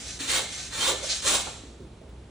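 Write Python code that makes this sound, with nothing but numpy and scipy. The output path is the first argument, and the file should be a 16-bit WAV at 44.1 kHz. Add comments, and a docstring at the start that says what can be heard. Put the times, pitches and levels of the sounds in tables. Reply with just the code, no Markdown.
"""A butcher's hand saw cuts through a hanging side of beef in a hard-walled room; a cooling plant rumbles.
Three times a light return stroke leads into a loud cut: tooth impacts and bone chips excite the steel
frame, stick-slip friction makes the blade squeal, and a hollow resonance falls as the arm slows.
At about 1.5 s the last of the bone snaps, and the halves are carried off with dull knocks."""
import sys
import numpy as np
from scipy import signal
from scipy.fft import rfft, irfft
from scipy.io import wavfile

SR = 44100
rng = np.random.default_rng(int(sys.argv[2]) if len(sys.argv) > 2 else 0)


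def transcribe(u):
    """Save the signal u as a 16-bit wav file named by the first command-line argument.

    u: samples, shape (n,) or (channels, n), limited to [-1, 1]; the rate is SR.
    q: integer samples, one column per channel.
    """
    v = np.clip(np.atleast_2d(u).T, -1, 1)
    q = np.round(v * 32767).astype(np.int16)
    wavfile.write(sys.argv[1], SR, q)


N = 101429
FFT_SIZE = 2 ** 17
T, HZ = np.arange(N) / SR, np.fft.rfftfreq(FFT_SIZE, 1 / SR)

# force on the teeth, one curve per stroke (time [s], level [dB])
CUT_FORCES = [
    [(.19, -42.5), (.208, -33.5), (.272, -36.5), (.298, -25.5), (.322, -27.5), (.35, -24), (.378, -25),
     (.41, -35), (.45, -41)],
    [(.7, -49.5), (.735, -35.5), (.78, -32.5), (.825, -26), (.865, -26), (.892, -23.5), (.92, -30),
     (.96, -50)],
    [(1.22, -37.5), (1.25, -30), (1.275, -21.5), (1.315, -24.5), (1.357, -23), (1.378, -32), (1.42, -36)],
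]
RETURN_FORCES = [
    [(0, -38), (.045, -41), (.1, -39), (.16, -42.5), (.18, -44)],
    [(.46, -56), (.52, -39), (.6, -37.5), (.66, -39.5), (.7, -46)],
    [(.99, -52), (1.045, -32), (1.075, -35), (1.108, -31), (1.16, -32.5), (1.21, -39)],
]
# timbre of each cut (middle of the note's fall [s], start [Hz], end [Hz], note level [dB],
# treble tilt [dB per 8 kHz], screech boost [dB])
CUT_TIMBRES = [(0.386, 1970, 534, -6.5, -0.5, 5), (0.879, 1590, 670, -7, -1.5, 5),
               (1.314, 1300, 790, -9.5, 0.5, 3.5)]
# spectra of the rasp (frequency [Hz], relative level [dB])
CUT_SPECTRUM = [(80, -33), (220, -4), (500, -7), (1100, -15), (2200, -4), (2650, -3), (3400, -2.5),
                (4300, -2.5), (4800, -4.5), (6200, -1), (7400, 0.5), (8600, -1), (10400, -5.5)]
RETURN_SPECTRUM = [(100, -39), (400, -11), (1200, -10), (2200, -4.5), (3700, 0.5), (4800, -1), (6000, 2),
                   (7300, 0), (8600, -1), (10400, -9.5)]
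def saw(cut_drive_db=-10.5, return_drive_db=-18.5, high_hiss_db=-8):
    """Source and filter: tooth clicks, scaled by force, are heard as a rasp and drive the frame."""
    rasp, drive = np.zeros(N), np.zeros(N)
    screech_band = np.exp(-((HZ - 3760) / 850) ** 4)
    for curve, (middle, start_hz, end_hz, note_db, tilt_db, screech_db) in zip(CUT_FORCES, CUT_TIMBRES):
        clicks, force = teeth(curve)
        spectrum = colour(CUT_SPECTRUM) * amp(tilt_db * HZ / 8000 + screech_db * screech_band)
        rasp += filtered(clicks * force, spectrum)
        rasp += amp(note_db) * hollow_note(teeth(curve)[0], middle, start_hz, end_hz) * force
        drive += amp(cut_drive_db) * teeth(curve)[0] * force
    for curve in RETURN_FORCES:
        clicks, force = teeth(curve)
        rasp += filtered(clicks * force, colour(RETURN_SPECTRUM))
        drive += amp(return_drive_db) * clicks * force
    # a faint, narrow hiss near 15 kHz follows the strokes
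    faint_high_hiss = filtered(drive, unit(np.exp(-((HZ - 14720) / 580) ** 2)))
    return rasp + frame(drive) + squeals() + rubbing() + amp(high_hiss_db) * faint_high_hiss


def teeth(curve, peak_tooth_hz=752.4, chips_per_s=9000, strike_share=0.1):
    """Impact excitation: teeth strike at a rate proportional to arm speed and break off chips."""
    times, db = np.transpose(curve)
    speed = .25 + .75 * arch(times[0], times[-1] - times[0])
    teeth_passed = np.cumsum(peak_tooth_hz * speed * (1 + .12 * wander(150))) / SR
    strikes = impulses(teeth_passed) * rng.uniform(0.17, 1, N)
    chips = (rng.random(N) < chips_per_s / SR) * rng.choice([-1, 1], N)
    chips = chips * amp(2.5 * np.minimum(rng.exponential(1, N), 3))
    chips *= 0.93 + np.exp(-3 * (teeth_passed % 1))  # strongest just after a strike
    clicks = np.sqrt(strike_share) * unit(strikes - strikes.mean())
    clicks += np.sqrt(1 - strike_share) * unit(chips)
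    force = amp(np.interp(T, times, db, left=-150, right=-150))
    return unit(dispersed(clicks) * chatter()), force


def chatter(depth_db=0.66, rate_hz=93):
    """Amplitude modulation: a slight random flutter in level."""
    return amp(depth_db * wander(rate_hz))


def dispersed(clicks, spread_s=.004):
    """Dispersion: the blade delays each frequency differently, smearing a click into a scratch."""
    delay = spread_s * np.interp(HZ, np.linspace(0, SR / 2, 60), rng.random(60))
    return filtered(clicks, np.exp(-2j * np.pi * np.cumsum(delay) * HZ[1]))


def hollow_note(clicks, middle, start_hz, end_hz, fall_s=.014):
    """Swept resonance: a broad peak of the cut slides down as the arm slows."""
    hz, t, spectra = signal.stft(clicks, SR, nperseg=512, noverlap=384)
    fall_left = .5 - .5 * np.tanh((t - middle) / fall_s / 2)
    centre = end_hz * (start_hz / end_hz) ** fall_left
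    gain = band(centre, octaves=1, hz=hz[:, None]) / np.sqrt(centre)
    return unit(signal.istft(spectra * gain, SR, nperseg=512, noverlap=384)[1][:N])


# modes of blade and frame (frequency [Hz], relative energy [dB], time to decay by 60 dB [s])
STEEL_MODES = [(534, -5, .14), (792, -2, .16), (892, -2, .18), (1560, -2, .08), (1763, -2, .14),
               (2168, 2, .16), (2574, -1, .1), (3138, 1, .15), (3585, 2, .08), (3946, -3, .1),
               (4100, 1, .05), (4324, -1, .1), (6423, -2, .15), (7220, 3, .1)]
def frame(drive):
    """Modal vibration: every tooth excites the same damped modes of the steel."""
    t = T[:SR // 2]
    ring = sum(amp(db - 60 * t / t60) * np.sin(2 * np.pi * hz * t) / np.sqrt(t60)
               for hz, db, t60 in STEEL_MODES)
    return signal.fftconvolve(drive, ring / np.linalg.norm(ring))[:N]


# squeals of the binding blade (start [s], duration [s], frequency [Hz], level [dB])
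BLADE_SQUEALS = [(0.284, 0.044, 2110, -28.5), (0.799, 0.046, 3140, -29), (0.822, 0.044, 4160, -29.5),
                 (0.833, 0.058, 3585, -30.5), (0.854, 0.06, 7210, -25.5), (0.874, 0.036, 544, -32),
                 (1.024, 0.032, 548, -35.5), (1.242, 0.033, 540, -35)]
def squeals(waver_hz=39.9, octave_db=-12):
    """Stick-slip oscillation: short wavering tones with a weak second harmonic."""
    out = np.zeros(N)
    for start, length, hz, db in BLADE_SQUEALS:
        phase = 2 * np.pi * np.cumsum(hz + waver_hz * wander(rate_hz=154.7)) / SR
        swell = amp(db) * arch(start, length) * chatter()
        out += swell * np.sqrt(2) * (np.sin(phase) + amp(octave_db) * np.sin(2 * phase))
    return out


def rubbing(slip_hz=110, groan_db=-36.5, swish_db=-26.5):
    """Friction: uneven slips groan as the second cut stalls; a smooth slide back through meat swishes."""
    slip_count = np.cumsum(slip_hz * (1 + .15 * wander(2 * slip_hz))) / SR
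    slips = dispersed(impulses(slip_count))
    groan = unit(filtered(slips, band(454, octaves=0.63)))
    groan *= np.sqrt(abs(arch(start=0.887, length=0.086)))
    swish = noise(band(4300, octaves=0.73)) * arch(start=1.083, length=0.065)
    return amp(groan_db) * groan + amp(swish_db) * swish


# spectrum of the last bone giving way (frequency [Hz], relative level [dB])
SNAP_SPECTRUM = [(120, -9), (560, 2), (1350, -7), (2400, -24)]
# knocks of meat and handling (time [s], level [dB], centre [Hz], width [octaves], decay time [s])
DULL_KNOCKS = [(0.197, -38.5, 272, 0.075, 0.03), (1.627, -46, 226, 1, 0.073),
               (1.794, -43, 193, 0.93, 0.053), (2.004, -47.5, 405, 0.52, 0.019),
               (2.081, -44, 66.6, 0.28, 0.01)]
def carcass(skirt_db=-14):
    """Damped impacts: the bone snaps and heavy meat knocks, too lossy to ring."""
    out = blow(start=1.461, db=-34, decay=0.022, spectrum=colour(SNAP_SPECTRUM))
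    for start, db, hz, width, decay in DULL_KNOCKS:
        octaves = np.log2((HZ + 1) / hz)
        upper_skirt = amp(skirt_db) * (octaves > 0) / (1 + octaves ** 2)
        out += blow(start, db, decay, band(hz, width) + upper_skirt)
    return out


def blow(start, db, decay, spectrum, rise_s=0.013):
    """Soft contact: coloured noise rises linearly and decays exponentially."""
    age = np.maximum(T - start, 0)
    envelope = np.minimum(age / rise_s, 1) * np.exp(-np.maximum(age - rise_s, 0) / decay)
    return amp(db) * envelope * noise(spectrum)


def room(sound, paths=3, sway_hz=4):
    """Time-varying reflection: the sound fades between echo paths as saw and carcass sway."""
    weights = [np.cos(np.pi * (sway_hz * T + k / paths)) * np.sqrt(2 / paths) for k in range(paths)]
    return sum(signal.fftconvolve(sound * weight, echoes())[:N] for weight in weights)


# reverberation of the hard-walled room (frequency [Hz], time to decay by 60 dB [s])
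REVERB_TIMES = [(150, 1), (600, 0.62), (2000, 0.74), (4500, 0.78), (8000, 0.69), (15000, 0.41)]
def echoes(early_db=-4, early_decay_s=0.0078, tail_db=-6.5):
    """Impulse response of one path: early reflections and a diffuse, exponentially decaying tail."""
    t = T[:SR]
    hz, age, spectra = signal.stft(rng.standard_normal(SR) * (t > .004), SR, nperseg=256)
    decay = amp(-60 * age / read(REVERB_TIMES, hz)[:, None])
    tail = signal.istft(spectra * decay, SR, nperseg=256)[1][:SR]
    early = rng.standard_normal(SR) * np.exp(-t / early_decay_s)
    return amp(tail_db) * tail / np.linalg.norm(tail) + amp(early_db) * early / np.linalg.norm(early)


# spectrum of rumble and moving air (frequency [Hz], relative level [dB])
PLANT_SPECTRUM = [(25, -22), (45, -9), (65, -5.5), (100, -6), (200, -12.5), (380, -14.5), (600, -22),
                  (800, -24), (1700, -32.5), (3500, -33), (5200, -39.5), (10500, -41)]
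def cooling_plant(air_db=-46, hum_hz=61.8, hum_db=-49.5):
    """Machine noise: a steady broadband rumble plus a hum that wavers in phase and level."""
    air = noise(colour(PLANT_SPECTRUM))
    hum = np.sqrt(2) * np.sin(2 * np.pi * hum_hz * T + wander(3)) * amp(2.5 * wander(8))
    return amp(air_db) * air + amp(hum_db) * hum


def amp(db):
    """Decibels to amplitude ratio."""
    return 10 ** (np.asarray(db) / 20)


def unit(x):
    """Normalisation to rms 1."""
    return x / np.sqrt(np.mean(x ** 2) + 1e-20)


def read(points, hz=HZ):
    """Interpolation on a log-frequency axis."""
    frequencies, values = np.transpose(points)
    return np.interp(np.log(hz + 1), np.log(frequencies + 1), values)


def filtered(x, gain):
    """Linear filtering: one gain per frequency."""
    return irfft(rfft(x, FFT_SIZE) * gain)[..., :N]


def colour(points):
    """Frequency response of unit power, low-passed above the last point."""
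    return unit(amp(read(points)) / np.sqrt(1 + (HZ / points[-1][0] / 1.1) ** 36))


def band(centre, octaves, hz=HZ):
    """Broad resonance: a Gaussian in log frequency."""
    return np.exp(-(np.log2((hz + 1) / centre) / octaves) ** 2)


def noise(spectrum):
    """Filtered Gaussian noise of rms 1."""
    return unit(filtered(rng.standard_normal(N), spectrum))


def wander(rate_hz):
    """Smooth random fluctuation: low-passed noise."""
    return noise(np.exp(-(HZ / rate_hz) ** 2))


def arch(start, length):
    """Half-sine envelope."""
    return np.sin(np.pi * np.clip((T - start) / length, 0, 1))


def impulses(cycles):
    """Pulse train: one impulse per completed cycle."""
    return np.diff(np.floor(cycles), prepend=0)


# likeness of the two channels (frequency [Hz], coherence [ratio])
COHERENCE = [(420, .98), (850, .6), (1600, .93), (2200, .77), (2800, .3), (4100, .68), (4800, .2),
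             (5400, .74), (10000, .7)]
# phase lead of the left channel (frequency [Hz], phase [rad])
LEFT_LEAD = [(450, 0), (780, .9), (1100, -.2), (2150, 0), (2700, .9), (3050, -1.1), (4100, 0), (5500, -.1),
             (7500, -.6), (10800, -2.3)]
# left minus right (frequency [Hz], level [dB])
LEFT_BALANCE = [(300, -2), (600, -6), (1200, -1.9), (3500, -1), (8000, -0.4)]
def scene(bass_hz=130):
    """Partial coherence: two close microphones hear one part of the sound alike, one in antiphase."""
    sources = [saw() + carcass() for _ in range(2)]
    shared, apart = [sound + room(sound) + cooling_plant() for sound in sources]
    coherence = np.clip(read([(bass_hz, 1)] + COHERENCE), 0, .999)
    mid = filtered(shared, np.sqrt((1 + coherence) / 2))
    side = filtered(apart, np.sqrt((1 - coherence) / 2))
    balance_db = read([(bass_hz, 0)] + LEFT_BALANCE)
    lead = read([(2 * bass_hz, 0)] + LEFT_LEAD)
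    left_gain = amp(balance_db / 2) * np.exp(.5j * lead)
    return np.array([filtered(mid + side, left_gain), filtered(mid - side, 1 / left_gain)])


# notch in the top octave (frequency [Hz], gain [dB])
TREBLE_NOTCH = [(10600, -2), (11500, -47), (13800, -28), (15200, 5)]
def record(dry, cutoff_hz=16000):
    """Band limiting: a notch in the top octave, then a steep low-pass."""
    notched = filtered(dry, amp(read(TREBLE_NOTCH)))
    low_pass = signal.firwin(511, cutoff_hz, window=("kaiser", 9), fs=SR)
    return signal.oaconvolve(notched, low_pass[None], "same")


dry = scene()
out = record(dry)
transcribe(out)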